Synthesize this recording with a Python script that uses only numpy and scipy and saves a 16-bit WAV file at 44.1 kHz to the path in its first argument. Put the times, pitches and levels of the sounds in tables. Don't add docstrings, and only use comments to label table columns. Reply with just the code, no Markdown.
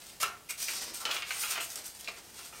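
import sys
import numpy as np
from scipy import signal
from scipy.fft import rfft, irfft
from scipy.io import wavfile

SR = 44100
rng = np.random.default_rng(int(sys.argv[2]) if len(sys.argv) > 2 else 0)


def master_out(mix):
    frames = np.transpose(np.atleast_2d(mix))
    ceiling = np.clip(frames, -1, 1)
    pcm = np.round(ceiling * 32767).astype(np.int16)
    wavfile.write(sys.argv[1], SR, pcm)


N = 114660
TIME_S = np.arange(N) / SR
OCTAVES = np.log2(np.maximum(np.arange(N + 1) * SR / (2 * N), 1))
TOP_HZ = 15750
SLIPS_PER_S, SLIP_SCATTER_DB = 9000, -0.5
CATCH_PER_S, CATCH_DB = 260, 1.8


def undb(db):
    return 10 ** (np.asarray(db) / 20)


def unit(x):
    return x / np.sqrt(np.mean(x ** 2))


def curve(points):
    hz, value = np.array(points, float).T
    return np.interp(OCTAVES, np.log2(hz), value)


HUMP_SKIRT_DB = 22
TOP_LOSS_DB = 6.5


def hump(hz, spread_octaves):
    above = OCTAVES - np.log2(hz)
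    skirt = -HUMP_SKIRT_DB * np.log10(1 + (above / spread_octaves) ** 2)
    return skirt - TOP_LOSS_DB * np.maximum(above - 1, 0)


def colour(x, db):
    cepstrum = irfft(np.log(unit(undb(db))))
    cepstrum[1:N] *= 2
    cepstrum[N + 1:] = 0
    response = np.exp(rfft(cepstrum))
    return irfft(rfft(x, 2 * N) * response)[:N]


def walk(per_s):
    at = TIME_S * per_s
    count = int(at[-1]) + 2
    return 1.2 * np.interp(at, np.arange(count), rng.standard_normal(count))


def grains(per_s, scatter_db):
    size = undb(scatter_db * np.minimum(rng.exponential(size=N), 4))
    happens = rng.random(N) < per_s / SR
    return unit(happens * np.sign(rng.standard_normal(N)) * size)


def catching_slips():
    return unit(grains(SLIPS_PER_S, SLIP_SCATTER_DB) * undb(CATCH_DB * walk(CATCH_PER_S)))


TILT_FROM_HZ = 280


def bouts(rows, clicks, shape):
    out = 0
    tilt_octaves = np.maximum(OCTAVES, np.log2(TILT_FROM_HZ))
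    for start, rise, hold, release, db, tilt in rows:
        swell = np.clip((TIME_S - start) / max(rise, 1e-3), 0, 1) ** 0.78
        since_hold = np.maximum(TIME_S - start - rise - hold, 0)
        fade = 10 ** (-since_hold / max(release, 1e-3))
        out = out + undb(db) * colour(clicks * swell * fade, shape + tilt * tilt_octaves)
    return out


# pitch_hz [Hz], level_db [dB, before the drive level], t60_s [s to fall 60 dB]
SHEET_MODES = [(700, 2.5, 0.063), (807, -3, 0.074), (1185, -6.5, 0.089), (1375, 0, 0.046),
               (1830, -4.5, 0.23), (2160, -5, 0.044), (2390, -1, 0.092), (2730, 5, .11), (2900, 6.5, 0.084),
               (3300, -4, 0.093), (4870, -19, 0.056)]
FLEX_PER_S, FLEX_S = 50, .00015
BEND_DELAY_S = .0014


def sheet(x, drive):
    t = np.arange(N // 4) / SR
    ring = 0
    for hz, db, t60 in SHEET_MODES:
        decay = np.log(1000) / t60
        mode = np.exp(-decay * t) * np.cos(2 * np.pi * hz * t)
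        ring = ring + undb(db) * 2 * decay / SR * mode
    steady_ringing = signal.fftconvolve(drive, ring)[:N]
    wavering_at = np.arange(N) + FLEX_S * SR * walk(FLEX_PER_S)
    ringing = np.interp(wavering_at, np.arange(N), steady_ringing)
    hz = 2 ** OCTAVES
    turns = BEND_DELAY_S * (2 * np.sqrt(1000 * hz) - hz * np.sqrt(1000 / TOP_HZ))
    return irfft(rfft(x + ringing, 2 * N) * np.exp(-2j * np.pi * turns))[:N]


# [dB per Hz, relative]
ROOM_NOISE_COLOUR = [(15, -25), (25, 0), (146, 0.5), (293, -1), (515, -3), (691, -3.5), (952, -3.5),
                     (1150, -8), (1760, -7), (8780, -8), (15000, -13)]
# pitch_hz [Hz], side_minus_mid_db [dB]
ROOM_NOISE_WIDTH = [(40, -2), (120, -11), (500, -14.5), (1500, -30.5), (5000, -41), (14000, -24)]
ROOM_NOISE_DB = -56
HUM_HZ, HUM_DB = 59.2, -75


def room_tone():
    shape = curve(ROOM_NOISE_COLOUR)
    mid = colour(rng.standard_normal(N), shape)
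    side = colour(rng.standard_normal(N), shape)
    side = irfft(rfft(side, 2 * N) * undb(curve(ROOM_NOISE_WIDTH)))[:N]
    hum = undb(HUM_DB) * unit(np.sin(2 * np.pi * HUM_HZ * TIME_S))
    return hum + undb(ROOM_NOISE_DB) * (mid + side * np.array([[1], [-1]]))


# start_s, rise_s, hold_s, release_s [s], level_db [dB, before SLIP_GAIN_DB],
# brightness [dB per octave]
FOIL_STROKES = [(0.0, 0.0011, 0.12, 0.12, -51.5, -1), (0.199, 0.01, 0.0037, 0.015, -33, 1),
                (.224, 0.0036, 0.0058, 0.012, -31.5, 1), (0.488, 0.015, 0.0046, 0.024, -36.5, 2),
                (0.57, 0.017, 0.019, .03, -42, 1), (0.595, 0.03, 0.0078, 0.049, -33.8, 1.5),
                (0.654, 0.04, 0.083, 0.094, -39.5, -0.5), (0.807, 0.012, 0.014, 0.036, -39.5, -1),
                (0.855, 0.041, 0.0098, 0.024, -45.5, -3), (0.933, 0.0083, 0.019, 0.085, -39.5, 1.5),
                (0.994, 0.0083, 0.024, 0.058, -47, 0.5), (1.13, 0.01, 0.004, 0.096, -40.5, -0.5),
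                (1.251, 0.061, 0.072, 0.07, -40.5, 0), (1.387, 0.034, 0.0063, 0.076, -31.5, 3),
                (1.482, 0.027, 0.013, 0.038, -34, 1.5), (1.594, 0.023, 0.015, 0.073, -36.5, 3),
                (1.69, 0.019, 0.027, 0.069, -44, 0), (1.756, 0.01, 0.013, 0.091, -43.5, -2),
                (1.836, 0.03, 0.0046, 0.071, -41.5, 1), (1.928, 0.023, 0.019, .03, -53, 0),
                (1.988, 0.01, 0.0092, 0.036, -46.5, -0.5), (2.022, 0.011, 0.11, 0.047, -54.5, -2.5),
                (2.153, 0.024, 0.018, .03, -50.5, -2.5), (2.229, 0.0067, 0.11, 0.026, -55, -1),
                (2.339, 0.051, 0.017, 0.051, -45.5, -1.5), (2.423, 0.034, 0.011, 0.073, -46.5, 0),
                (2.522, 0.034, 0.029, 0.066, -49.5, -0.5)]
# [dB per Hz, relative]
SLIDING_COLOUR = [(100, -27), (400, -8.5), (1000, -8.5), (2000, -5), (3600, -3), (4800, -1), (6200, 0),
                  (7600, -2.5), (8800, 3.3), (10200, -8.5), (13000, -4.5), (16000, -13.5)]
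SLIP_GAIN_DB, SLIP_RING_DB = 0.5, -15
GRIP_OCTAVES = .04


def strokes():
    slips = catching_slips()
    shifts = 2 ** (GRIP_OCTAVES * rng.uniform(-1.1, 1, len(FOIL_STROKES)))
    hiss = 0
    for row, shift in zip(FOIL_STROKES, shifts):
        shape = curve(np.array(SLIDING_COLOUR) * [shift, 1])
        hiss = hiss + bouts([row], slips, shape)
    return undb(SLIP_GAIN_DB) * sheet(hiss, undb(SLIP_RING_DB) * hiss)


# [dB, before TICK_GAIN_DB]
COMB_TICKS = [(0.067, -15), (0.2306, 2.5), (0.507, -3.5), (0.9447, -11), (1.7027, -7), (1.7571, -2.5),
              (1.8636, -7.5), (2.009, -11), (2.045, -22)]
TICK_HZ, TICK_OCTAVES, TICK_GAIN_DB = 7000, 1, -8.5
TICK_S = 0.0016


def ticks():
    flick = sum(undb(db) * (TIME_S > start) * np.exp(-abs(TIME_S - start) / TICK_S)
                for start, db in COMB_TICKS)
    scratch = flick * np.sign(rng.standard_normal(N)) / np.sqrt(TICK_S * SR / 2)
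    return undb(TICK_GAIN_DB) * colour(scratch, hump(TICK_HZ, TICK_OCTAVES))


# start_s, rise_s, hold_s, release_s [s], level_db [dB, before CREASE_GAIN_DB],
# brightness [dB per octave]
CREASE_RUNS = [(.202, 0.011, 0.019, 0.0053, -39.5, -2), (.227, 0.006, 0.012, 0.022, -34.5, -3.5),
               (.49, 0.015, 0.0062, 0.015, -44.5, -2), (.682, 0.0021, 0.0085, 0.027, -38, 0.5),
               (.725, 0.015, .015, 0.33, -57, -3.5), (.86, .02, 0.14, 0.057, -62.5, -8),
               (1.008, 0.0087, .025, .02, -51.5, -6.5), (1.053, 0.0022, 0.052, 0.017, -38.5, -4.5),
               (1.108, 0.0044, 0.016, 0.068, -37, -0.5), (1.14, 0.0085, 0.0098, 0.089, -41, -2.5),
               (1.255, 0.028, 0.17, .04, -47.5, -0.5), (1.405, 0.061, 0.02, 0.12, -41.5, 0),
               (1.495, 0.019, 0.025, 0.033, -40, -1), (1.545, 0.021, 0.016, 0.085, -39.5, -4),
               (2.076, 0.0033, 0.0099, 0.026, -42, -3.5), (2.165, 0.0043, 0.0093, 0.015, -49, -5),
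               (2.382, 0.0062, 0.0068, 0.11, -50.5, -3), (2.524, 0.0043, 0.011, 0.088, -50, -6.5)]
# [dB per Hz, relative]
CREASING_COLOUR = [(80, -46), (250, -23), (500, -14), (900, -9), (1300, 0.5), (1750, -6.5), (2400, 2.5),
                   (3800, -3), (6000, -4), (10000, -13.5), (16000, -11)]
CREASES_PER_S, CREASE_SCATTER_DB = 1700, 2
CREASE_GAIN_DB, CREASE_RING_DB = 0.5, -2.5


def crumples():
    clicks = grains(CREASES_PER_S, CREASE_SCATTER_DB)
    creases = bouts(CREASE_RUNS, clicks, curve(CREASING_COLOUR))
    return undb(CREASE_GAIN_DB) * sheet(creases, undb(CREASE_RING_DB) * creases)


# [drive of the modes relative to the snap, dB]
BUCKLES = [(0.2031, -8.5, 2500, 1.9, -10), (0.215, -0.5, 7000, 0.87, -4), (.230, 2, 1390, 0.67, 8),
           (0.2416, 0.5, 2110, 0.41, -13), (0.5068, -5.5, 5600, 1.8, 7), (0.6838, -3.5, 2220, 0.45, -4),
           (1.0531, 3, 2730, 1.23, 1), (1.060, -9.5, 2570, .8, 0), (1.109, -0.5, 3010, .8, -10),
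           (1.1128, 1.5, 3100, 0.7, -15), (1.166, -1, 2700, 0.45, -6), (1.222, -1.5, 2520, 0.79, 5),
           (1.3068, 1, 2230, 0.71, 5.5), (1.435, -3, 2030, 1.1, -6), (1.522, -8.5, 2630, .9, -6),
           (1.561, -7, 2170, 0.76, -9), (1.577, -7.5, 2000, 0.51, -11), (1.602, -3.5, 2850, 0.3, -3),
           (2.045, -11.5, 4050, 0.84, -5), (2.075, -3.5, 2550, 0.39, -19), (2.082, -7.5, 4160, 0.36, -5)]
POP_GAIN_DB = -10.5
POP_RATTLE_DB, POP_RATTLE_S = 2, .0095


def pops():
    out, drive = 0, 0
    rattle = grains(SLIPS_PER_S, SLIP_SCATTER_DB)
    for start, db, hz, spread, ring_db in BUCKLES:
        age = np.arange(N) - int(start * SR)
        decay = (age > 0) * np.exp(-abs(age) / SR / POP_RATTLE_S)
        after = decay * rattle / np.sqrt(POP_RATTLE_S * SR / 2)
        burst = (age == 0) + undb(POP_RATTLE_DB) * after
        snap = undb(db) * colour(burst, hump(hz, spread))
        out = out + snap
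        drive = drive + undb(ring_db) * snap
    return undb(POP_GAIN_DB) * sheet(out, drive)


# start_s, rise_s, hold_s, release_s [s], level_db [dB],
# pitch_hz [centre, Hz], spread [octaves]
GLOVE_RASPS = [(0.222, 0.0074, 0.0077, 0.02, -43.5, 740, 0.26),
               (0.483, 0.024, 0.0063, 0.016, -42, 2300, 0.19), (0.56, 0.037, 0.046, .05, -55, 2390, 0.064),
               (0.592, 0.029, 0.14, 0.38, -42.5, 5140, 0.34), (0.996, .01, 0.016, .03, -49.5, 1210, 0.33),
               (1.165, .004, 0.011, 0.027, -44, 2900, 0.32), (1.228, .02, 0.027, 0.052, -49.5, 3540, 0.52)]


def rasps():
    slips = catching_slips()
    out = 0
    for start, rise, hold, release, db, hz, spread in GLOVE_RASPS:
        out = out + bouts([(start, rise, hold, release, db, 0)], slips, hump(hz, spread))
    return out


# start_s [s], level_db [dB]
SHEET_FLAPS = [(0.23, -43), (1.056, -64), (1.107, -59), (2.08, -49)]
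FLAP_HZ, FLAP_OCTAVES = 350, 5
FLAP_S = 0.0097


def flaps():
    push = sum(undb(db) * (TIME_S > start) * np.exp(-abs(TIME_S - start) / FLAP_S)
               for start, db in SHEET_FLAPS)
    return colour(push * rng.standard_normal(N), hump(FLAP_HZ, FLAP_OCTAVES))


# pitch_hz [Hz], t60_s [s to fall 60 dB]
WALL_DECAY = [(200, 0.59), (1500, 0.37), (2600, 0.32), (4500, 0.28), (8000, 0.25), (15000, 0.23)]
EARLY_DB, EARLY_T60_S, TAIL_DB = -5, 0.032, -5.5
HAND_MOVE_S, ROOM_LENGTH_S = .06, .45


def bathroom(x):
    t = np.arange(int(ROOM_LENGTH_S * SR)) / SR
    size = len(t)
    hz = np.maximum(np.arange(size // 2 + 1) * SR / size, 1)
    band_hz, t60 = np.array(WALL_DECAY).T
    shares = np.array([np.interp(np.log(hz), np.log(band_hz), row) for row in np.eye(len(t60))])
    late = np.exp(-np.log(1000) * t / t60[:, None]) * np.minimum(t / 0.016, 1)
    early = (t > .0015) * np.exp(-np.log(1000) * t / EARLY_T60_S)
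    out = np.zeros(N + size)
    for centre in np.arange(0, N / SR + HAND_MOVE_S, HAND_MOVE_S):
        away = (TIME_S - centre) / HAND_MOVE_S
        near = np.flatnonzero(abs(away) < 1)
        tail = (irfft(rfft(rng.standard_normal(size)) * shares, size) * late).sum(axis=0)
        reflections = unit(rng.standard_normal(size) * early)
        walls = undb(EARLY_DB) * reflections + undb(TAIL_DB) * unit(tail)
        faded = x[near] * np.cos(np.pi / 2 * away[near])
        echo = signal.fftconvolve(faded, walls / np.sqrt(size))
        out[near[0]:near[0] + len(echo)] += echo
    return (x + out[:N]) / np.sqrt(1 + undb(EARLY_DB) ** 2 + undb(TAIL_DB) ** 2)


def scene():
    tone = room_tone()
    foil = strokes() + ticks() + crumples() + pops() + rasps() + flaps()
    return bathroom(foil) + tone


def record(dry):
    low_pass = signal.ellip(12, .1, 85, TOP_HZ, fs=SR, output="sos")
    return signal.sosfilt(low_pass, dry)


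dry = scene()
out = record(dry)
master_out(out)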